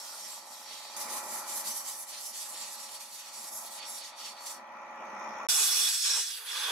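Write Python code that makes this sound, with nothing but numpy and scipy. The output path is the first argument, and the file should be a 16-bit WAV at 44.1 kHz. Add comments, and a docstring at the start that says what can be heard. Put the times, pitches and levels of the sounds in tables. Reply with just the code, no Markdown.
"""A blast gun sprays grit at metal parts inside a closed cabinet, in three scenes joined by hard cuts.
First a thin tube hisses in wobbling bursts over a piston compressor: noise with ringing bands over shaft orders.
Its cupped end then hisses the same way; the trigger closes and the compressor drones on alone.
After a short gap a hollow casting roars and rings under the jet, close and loud, with no compressor."""
import sys
import numpy as np
from scipy import signal
from scipy.fft import irfft
from scipy.io import wavfile
from scipy.ndimage import uniform_filter1d

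SR = 44100
rng = np.random.default_rng(int(sys.argv[2]) if len(sys.argv) > 2 else 0)


def rack_gain(trim_db):
    """Turn a fader trim in dB into the linear factor to multiply a signal by."""
    fader = np.asarray(trim_db, float)
    return 10 ** (fader / 20)


def output_pcm(signal):
    """Save a mono or channel-first signal as 16-bit PCM at the path in sys.argv[1].

    Samples are clipped to [-1, 1] before scaling.
    """
    pcm = np.clip(np.atleast_2d(signal).T, -1, 1) * 32767
    wavfile.write(sys.argv[1], SR, np.round(pcm).astype(np.int16))


N = 295911
SIZE, HOP = 2048, 256  # noise frames, samples
BIN_HZ = np.fft.rfftfreq(SIZE, 1 / SR)[:, None]
CUT_S, SHUT_S = 0.964, 4.68  # cut from tube to cup; trigger closed
TUBE_TURN = 0.01  # ringing bands drift in pitch by this share as the part turns

# left over right balance: freq_hz, balance_db
LEAN = [(60, -0.5), (180, -3.5), (550, -2.5), (1650, 0), (4970, -0.5), (15000, 1.4)]
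# what the grit sets ringing in tube and cup: freq_hz, width_hz, level_db (before each jet's ring_db)
TUBE_RING = [ (4460, 440, -2.5), (5540, 360, 0), (6090, 160, 1.5), (7480, 520, -2), (10930, 350, 0)]
# reach of the sizzle control across the spectrum: freq_hz, gain_db_per_db
SIZZLE_REACH = [(3000, 0.17), (4150, 0.33), (4520, 0.18), (4900, 0.63), (6500, 0.78),
                (7550, 1.0), (9500, 0.92), (11000, 1.35), (15000, 1.2)]


def casting_blast():
    """Close jet on a hollow casting: aim at the rim whistles, aim into the hollow roars, rebounding grit fizzes."""
    # jet on the casting: start_s, hiss_db, whistle_db, roar_db, fizz_db (colours count relative to their means)
    strokes = [(5.4868, -28.5, -4.5, -9.5, 1), (5.62, -26.5, -3, -4, 3), (5.7, -29, -5.5, -11.5, 2.5),
               (5.85, -29, -5, -12.5, 0), (6.02, -33.5, -5, -22.5, -2.5), (6.06, -28.5, -3.5, -14.5, -7.5),
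               (6.176, -30, -2.5, -6, -6), (6.27, -37, -4.5, -18, -4), (6.35, -40, -9, -22, -1),
               (6.43, -48.5, -9.5, -5, 6), (6.51, -39.5, -7.5, -11, -6), (6.71, -37, -9, -2, -4.5)]
    # jet colour: freq_hz, density_db_per_hz
    hiss = [(59, -93), (210, -49.5), (413, -28.5), (593, -24.5), (886, -12.5), (2200, -10), (3370, -5.5),
            (4160, -4), (5480, -4), (11000, -6.5), (13000, -12), (15800, -20)]
    # casting modes, with a low cabinet mode near 423 Hz: freq_hz, width_hz, level_db (before ring_db)
    ring = [(423, 18.6, -16.5), (513, 13, -21.5), (1580, 200, -11.5), (2496, 88, -9), (3420, 90, 2),
            (3850, 140, -8.5), (4650, 120, -6), (5370, 95, 1.5), (5810, 140, -6), (7930, 580, -8.5),
            (11030, 220, -8.5)]
    # the glove tightens and damps the modes of one band: time_s, gain_db
    grip = [(5.86, 0), (5.95, -6), (6.42, -6), (6.5, -2)]
    # reach of each colour control: freq_hz, gain_db_per_db
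    whistle = [(2900, -0.53), (3420, -0.2), (4000, 0.57), (4900, 0.23), (5350, 1.6),
               (6200, 1.5), (7000, 1.85), (8500, 2.1), (10000, 0.77), (14000, 0.066)]
    roar = [(200, 0.95), (450, 1.25), (900, 1.2), (2000, 0.35), (3000, 0.28),
            (3440, 0.21), (4000, 0.019), (5400, 0.044), (7000, 0.14)]
    fizz = [(2600, -0.072), (3425, -0.19), (4500, 0.16), (5365, 0.054),
            (7000, 0.27), (9500, 0.66), (13000, 0.95), (15800, 0.7)]
    return jet(strokes, hiss, ring, [whistle, roar, fizz], ring_db=6.5, wander_db=0.6, patchy_db=1.6,
               gust_db=0.48, left_db=-2.2, turning=0.002, grip=grip, diffuse=0.82)


def cup_blast():
    """Jet passes over the tube's cupped end, whose ringing bands come and go."""
    # jet colour: freq_hz, density_db_per_hz
    hiss = [(220, -30), (880, -19), (1500, -14), (1880, -7), (2710, -4.5), (4390, 0.5), (4990, 0),
            (7620, 1.5), (12100, -1.5), (15800, -14.5)]
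    return jet(passes(CUT_S, SHUT_S), hiss, TUBE_RING, [SIZZLE_REACH], ring_db=4.0, wander_db=2.8,
               patchy_db=1.5, gust_db=1.42, left_db=-1.9, turning=TUBE_TURN)


def tube_blast():
    """Jet passes over the thin tube, which rings in all but the highest band of the cup."""
    # jet colour: freq_hz, density_db_per_hz
    hiss = [(880, -52), (1500, -20), (1760, -12), (2120, -12.5), (4000, -3.5), (5730, -5.5), (8500, -5),
            (9400, -9.5), (11900, -8.5), (15800, -22)]
    return jet(passes(0, CUT_S), hiss, TUBE_RING[:-1], [SIZZLE_REACH], ring_db=-2.0, wander_db=4.0,
               patchy_db=1.3, gust_db=0.6, left_db=-2.0, turning=TUBE_TURN)


def jet(rows, hiss, ring, reaches, ring_db, wander_db, patchy_db, gust_db, left_db, turning,
        grip=None, diffuse=1):
    """Turbulent air and grit; the struck metal adds narrow bands that come and go as the aim wanders."""
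    band_hz, grip_hz = (3500, 15000), (3300, 3500)
    first, t, frames_s = span(rows)
    s, level_db, *colours = np.transpose(rows)
    power = rack_gain(2 * read(hiss, BIN_HZ)) * np.ones(len(frames_s))
    wanders = drift((2 * len(ring), len(frames_s)), size=(1, 5))
    aims, turns = wanders.reshape(2, len(ring), -1)
    for (hz, width_hz, db), aim, turn in zip(ring, aims, turns):
        if grip and grip_hz[0] < hz < grip_hz[1]:
            db = db + np.interp(frames_s, *np.transpose(grip))
        detune = 2 * (BIN_HZ - hz * (1 + turning * turn)) / width_hz
        power += rack_gain(2 * (db + ring_db + wander_db * aim)) / (1 + detune ** 2) ** 2
    spray = noise(np.sqrt(power), band_hz, patchy_db, left_db, diffuse)

    # each colour control lifts its own part of the spectrum, quickly
    hz, at_s, z = signal.stft(spray, SR, nperseg=SIZE // 4)
    tint = 1
    for colour_db, reach in zip(colours, reaches):
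        change_db = np.interp(t[0] + at_s, s, colour_db) - np.mean(colour_db)
        tint = tint * rack_gain(read(reach, hz[:, None]) * change_db)
    # keep the usual power of the level band
    inside = ((hz > band_hz[0]) & (hz < band_hz[1]))[:, None]
    usual = (abs(z) ** 2).mean((0, 2))[:, None] * inside
    tint /= np.sqrt((usual * tint ** 2).sum(0) / usual.sum())
    sound = signal.istft(z * tint, SR)[1][:, :len(t)]

    # uneven grit feed
    gust = drift((1, len(frames_s)), size=(1, 3))[0]
    flutter_db = gust_db * np.interp(t, frames_s, gust)
    return first, sound * rack_gain(np.interp(t, s, level_db) + flutter_db)


def passes(start_s, end_s):
    """Each pass is a bell-shaped swell of power, the sizzle beaming more narrowly; rows s, hiss dB, sizzle dB."""
    # passes of the jet across tube and cup: middle_s, half_length_s, hiss_db, sizzle_over_hiss_db
    sweeps = [(0.106, 0.19, -46, 2.5), (0.308, 0.08, -45.5, 1.5), (0.548, 0.076, -48, 2.5),
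              (0.73, 0.065, -46.5, -7.5), (0.912, 0.22, -48.5, -6), (0.995, 0.048, -38.5, 2),
              (1.146, 0.044, -38.5, 1), (1.235, 0.11, -45, 2.5), (1.36, 0.047, -40, 6),
              (1.506, 0.037, -37.5, 0.5), (1.577, 0.042, -37, 6), (1.691, 0.034, -35.5, 4),
              (1.782, 0.036, -38, 7.5), (1.905, 0.041, -38.5, 3.5), (2.004, 0.031, -42, 7.5),
              (2.096, 0.02, -45, 2.5), (2.176, 0.057, -45.5, -9), (2.264, 0.038, -40, 6),
              (2.35, 0.015, -44, -6), (2.415, 0.052, -42, 0), (2.503, 0.028, -58, 17),
              (2.597, 0.15, -43.5, -6.5), (2.735, 0.024, -42, 2), (2.826, 0.042, -45, -3.5),
              (2.943, 0.04, -45, -3), (3.032, 0.034, -45.5, -3), (3.136, 0.043, -48.5, -1),
              (3.233, 0.072, -47.5, -6.5), (3.378, 0.052, -45.5, -4), (3.474, 0.069, -45, 3),
              (3.566, 0.051, -42.5, 9.5), (3.656, 0.019, -44.5, 2), (3.737, 0.033, -45.5, 1.5),
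              (3.882, 0.17, -47, -23), (3.922, 0.033, -43.5, 4.5), (3.986, 0.018, -48, -0.5),
              (4.071, 0.03, -46.5, -10.5), (4.21, 0.026, -46.5, -9), (4.267, 0.052, -46.5, -10),
              (4.39, 0.031, -52.5, -22), (4.485, 0.053, -43.5, -1)]
    beam, dullest_db = 1.35, -30  # sizzle's bell exponent; floor of sizzle over hiss
    t = np.linspace(start_s, end_s, round((end_s - start_s) * SR / HOP))
    chosen = [row for row in sweeps if start_s <= row[0] < end_s]
    s, half_s, hiss_db, sizzle_db = np.transpose(chosen)
    bell = np.exp(-((t[:, None] - s) / half_s) ** 2)
    hiss = (bell * rack_gain(2 * hiss_db)).sum(1) + 1e-12
    sizzle = (bell ** beam * rack_gain(2 * (hiss_db + sizzle_db))).sum(1) + 1e-15
    ratio_db = 10 * np.log10(sizzle / hiss)
    return np.c_[t, 10 * np.log10(hiss), np.maximum(ratio_db, dullest_db)]


def compressor(rows):
    """Every shaft turn repeats one knock pattern: steady orders, over air noise that puffs with the stroke."""
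    # intake and fan noise: freq_hz, density_db_per_hz
    air_spectrum = [(30, -41), (120, -28), (150, -35), (190, -29.5), (215, -5.5), (245, -8.5), (270, -14.5),
                    (340, -14), (510, -15), (560, -7.5), (900, -2), (1400, -4.5), (1600, -13), (2400, -10),
                    (2800, -21.5), (4300, -27.5), (4950, -32), (5600, -20.5), (6700, -25), (7200, -40.5),
                    (12500, -38.5), (15800, -60)]
    # strong multiples of the shaft speed: order
    strong = [16, 26, 28, 29, 30, 34, 38, 39, 40, 41, 42, 43, 44, 45, 46, 47, 48, 49, 51, 55, 56, 61, 62,
              68, 86, 92, 113]
    # their levels: level_db (over the drone level, before the mix gain)
    strong_db = [-26, -14.5, -21.5, -18, -20, -18, -17.5, -24, -6.5, -18, -19, -13, -28, -15, -19.5, -28,
                 -12.5, -20.5, -37, -12, -19, -30.5, -13, -27.5, -17, -14.5, -19]
    shaft_hz, smear_cycles = 21.098, 0.6  # smear: range over which order phases scatter
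    first, t, frames_s = span(rows)
    place = shaft_hz * t % 1  # place in the turn
    s, drone_db = np.transpose(rows)

    k = np.arange(1, 430)
    order_hz = k * shaft_hz
    # weak orders: under the air noise in the bass, a fine comb higher up
    level_db = read(air_spectrum, order_hz) - 22 + 3.8 * (k > 70) - 4.3 * rng.exponential(size=len(k))
    level_db[np.array(strong, int) - 1] = strong_db
    phase = np.exp(2j * np.pi * smear_cycles * rng.random(len(k)))
    middle = np.sqrt(2) * rack_gain(level_db) * phase
    # the workshop walls give each order its own phase difference between the ears
    apart_rad = 0.33 * order_hz / 1000 * rng.choice([-1, 1], len(k))
    ear = rack_gain(read(LEAN, order_hz) / 2) * np.exp(1j * apart_rad)
    size = 8192  # points in one turn
    turn = irfft([np.r_[0, middle * ear], np.r_[0, middle / ear]], size) * size / 2
    orders = np.array([np.interp(place * size, np.arange(size), wave, period=size) for wave in turn])

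    # rumble and wheeze follow the drone level
    usual_db, rumble_db, rumble_db_per_db = -46.5, 3, 0.37
    wheeze_hz, wheeze_db_per_db = (4940, 6950), 1.5
    over_db = np.interp(frames_s, s, drone_db) - usual_db
    rumble = (BIN_HZ < 520) * (rumble_db + rumble_db_per_db * over_db)
    wheeze = (BIN_HZ > wheeze_hz[0]) * (BIN_HZ < wheeze_hz[1]) * wheeze_db_per_db * over_db
    magnitude = rack_gain(read(air_spectrum, BIN_HZ) + rumble + wheeze)
    air = noise(magnitude, (500, 1400), patchy_db=2.5, left_db=2.5)[:, :len(t)]
    cylinders, stroke_depth = 3, 0.2
    stroke = stroke_depth * np.cos(2 * np.pi * cylinders * place)
    air *= 1 + 0.029 * np.cos(2 * np.pi * place) + stroke

    # the valve puffs treble once a turn
    valve_db, valve_turn, valve_sharpness, valve_hz = 7, 0.6, 2.5, 7300
    puff = np.exp(valve_sharpness * (np.cos(2 * np.pi * (place - valve_turn)) - 1))
    high_pass = signal.butter(4, valve_hz, "high", fs=SR, output="sos")
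    treble = signal.sosfiltfilt(high_pass, air)
    air += treble * (rack_gain(valve_db * (puff - 0.4)) - 1)
    return first, rack_gain(np.interp(t, s, drone_db)) * (rack_gain(2.5) * orders + rack_gain(-5.0) * air)


def noise(magnitude, band_hz, patchy_db, left_db, diffuse=1):
    """Stereo noise from short-time magnitudes, levelled by the part inside band_hz; near sources are less diffuse."""
    # likeness of the ears: freq_hz, left_right_likeness
    likeness = [(200, 1), (900, 0.73), (2500, 0.38), (15000, 0.48)]
    inside = (BIN_HZ > band_hz[0]) & (BIN_HZ < band_hz[1])
    magnitude = magnitude / np.sqrt((magnitude ** 2 * inside).sum(0))
    magnitude = magnitude * rack_gain(patchy_db * drift(magnitude.shape, size=(18, 7)))
    # dense standing waves shift as the hands move
    magnitude = magnitude * rack_gain(2.1 * drift(magnitude.shape, size=(2, 150)))
    # reflections reach the two ears out of step
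    apart_rad = 0.2 * diffuse * BIN_HZ / 1000 * drift(magnitude.shape, size=(9, 200))
    a, b, c, d = rng.standard_normal((*magnitude.shape[::-1], 4)).T
    like = np.clip(read(likeness, BIN_HZ), 0, 1) ** diffuse
    lean = rack_gain((read(LEAN, BIN_HZ) + left_db) / 2)
    left = a + 1j * b
    right = (like * left + np.sqrt(1 - like ** 2) * (c + 1j * d)) * np.exp(1j * apart_rad)
    z = magnitude * np.array([left * lean, right / lean])
    return signal.istft(z, nperseg=SIZE, noverlap=SIZE - HOP)[1][:, SIZE:] * 1.995


def drift(shape, size):
    """Slow chance of rms 1, smoothed over (rows, columns)."""
    x = rng.standard_normal(shape)
    for axis in (0, 1):
        for _ in range(2):
            x = uniform_filter1d(x, size[axis], axis)
    return x / np.sqrt(np.mean(x ** 2) + 1e-20)


def read(points, hz):
    """Reads a spectrum on a log-frequency axis."""
    f, value = np.transpose(points)
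    return np.interp(np.log(hz + 1), np.log(f + 1), value)


def span(rows):
    """First sample, sample times and frame times (one spare window each side) of a table of rows."""
    first = round(rows[0][0] * SR)
    t = np.arange(first, min(round(rows[-1][0] * SR), N)) / SR
    frame = np.arange(len(t) // HOP + 2 * SIZE // HOP)
    return first, t, t[0] + (frame * HOP - SIZE) / SR


def add(mix, first, sound):
    """Mixes a sound in, with half-millisecond ramps at its ends."""
    ramp = np.arange(sound.shape[1]) / 22
    fade = np.clip(np.minimum(ramp, ramp[::-1]), 0, 1)
    mix[:, first:first + sound.shape[1]] += sound * fade


def scene():
    """Jet on tube, cup and casting, over the compressor of the first two scenes."""
    # the drone swells and sinks, one table a scene: time_s, level_db (before the mix gains)
    drone = [
        [(0, -55), (0.5, -56), (.964, -53.5)],
        [(.964, -48), (1.15, -46), (1.66, -49), (1.8, -53), (2.06, -56), (2.35, -57.5), (2.59, -53.5),
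         (2.98, -55), (3.16, -60), (3.4, -55), (3.85, -52.5), (4.04, -56), (4.98, -47.5), (5.23, -43.5),
         (5.4698, -44)],
    ]
    mix = np.zeros((2, N))
    for rows in drone:
        add(mix, *compressor(rows))
    add(mix, *tube_blast())
    add(mix, *cup_blast())
    add(mix, *casting_blast())
    return mix


def top_cut(x):
    """Nothing passes above the cut-off."""
    return signal.sosfilt(signal.butter(12, 15900, fs=SR, output="sos"), x)


def record(dry):
    """Band limit at 15.74 kHz by a linear-phase low-pass."""
    low_pass = signal.firwin(401, 15740, window=("kaiser", 9), fs=SR)
    limited = signal.oaconvolve(dry, low_pass[None], "same", axes=1)
    return top_cut(limited)


dry = scene()
out = record(dry)
output_pcm(out)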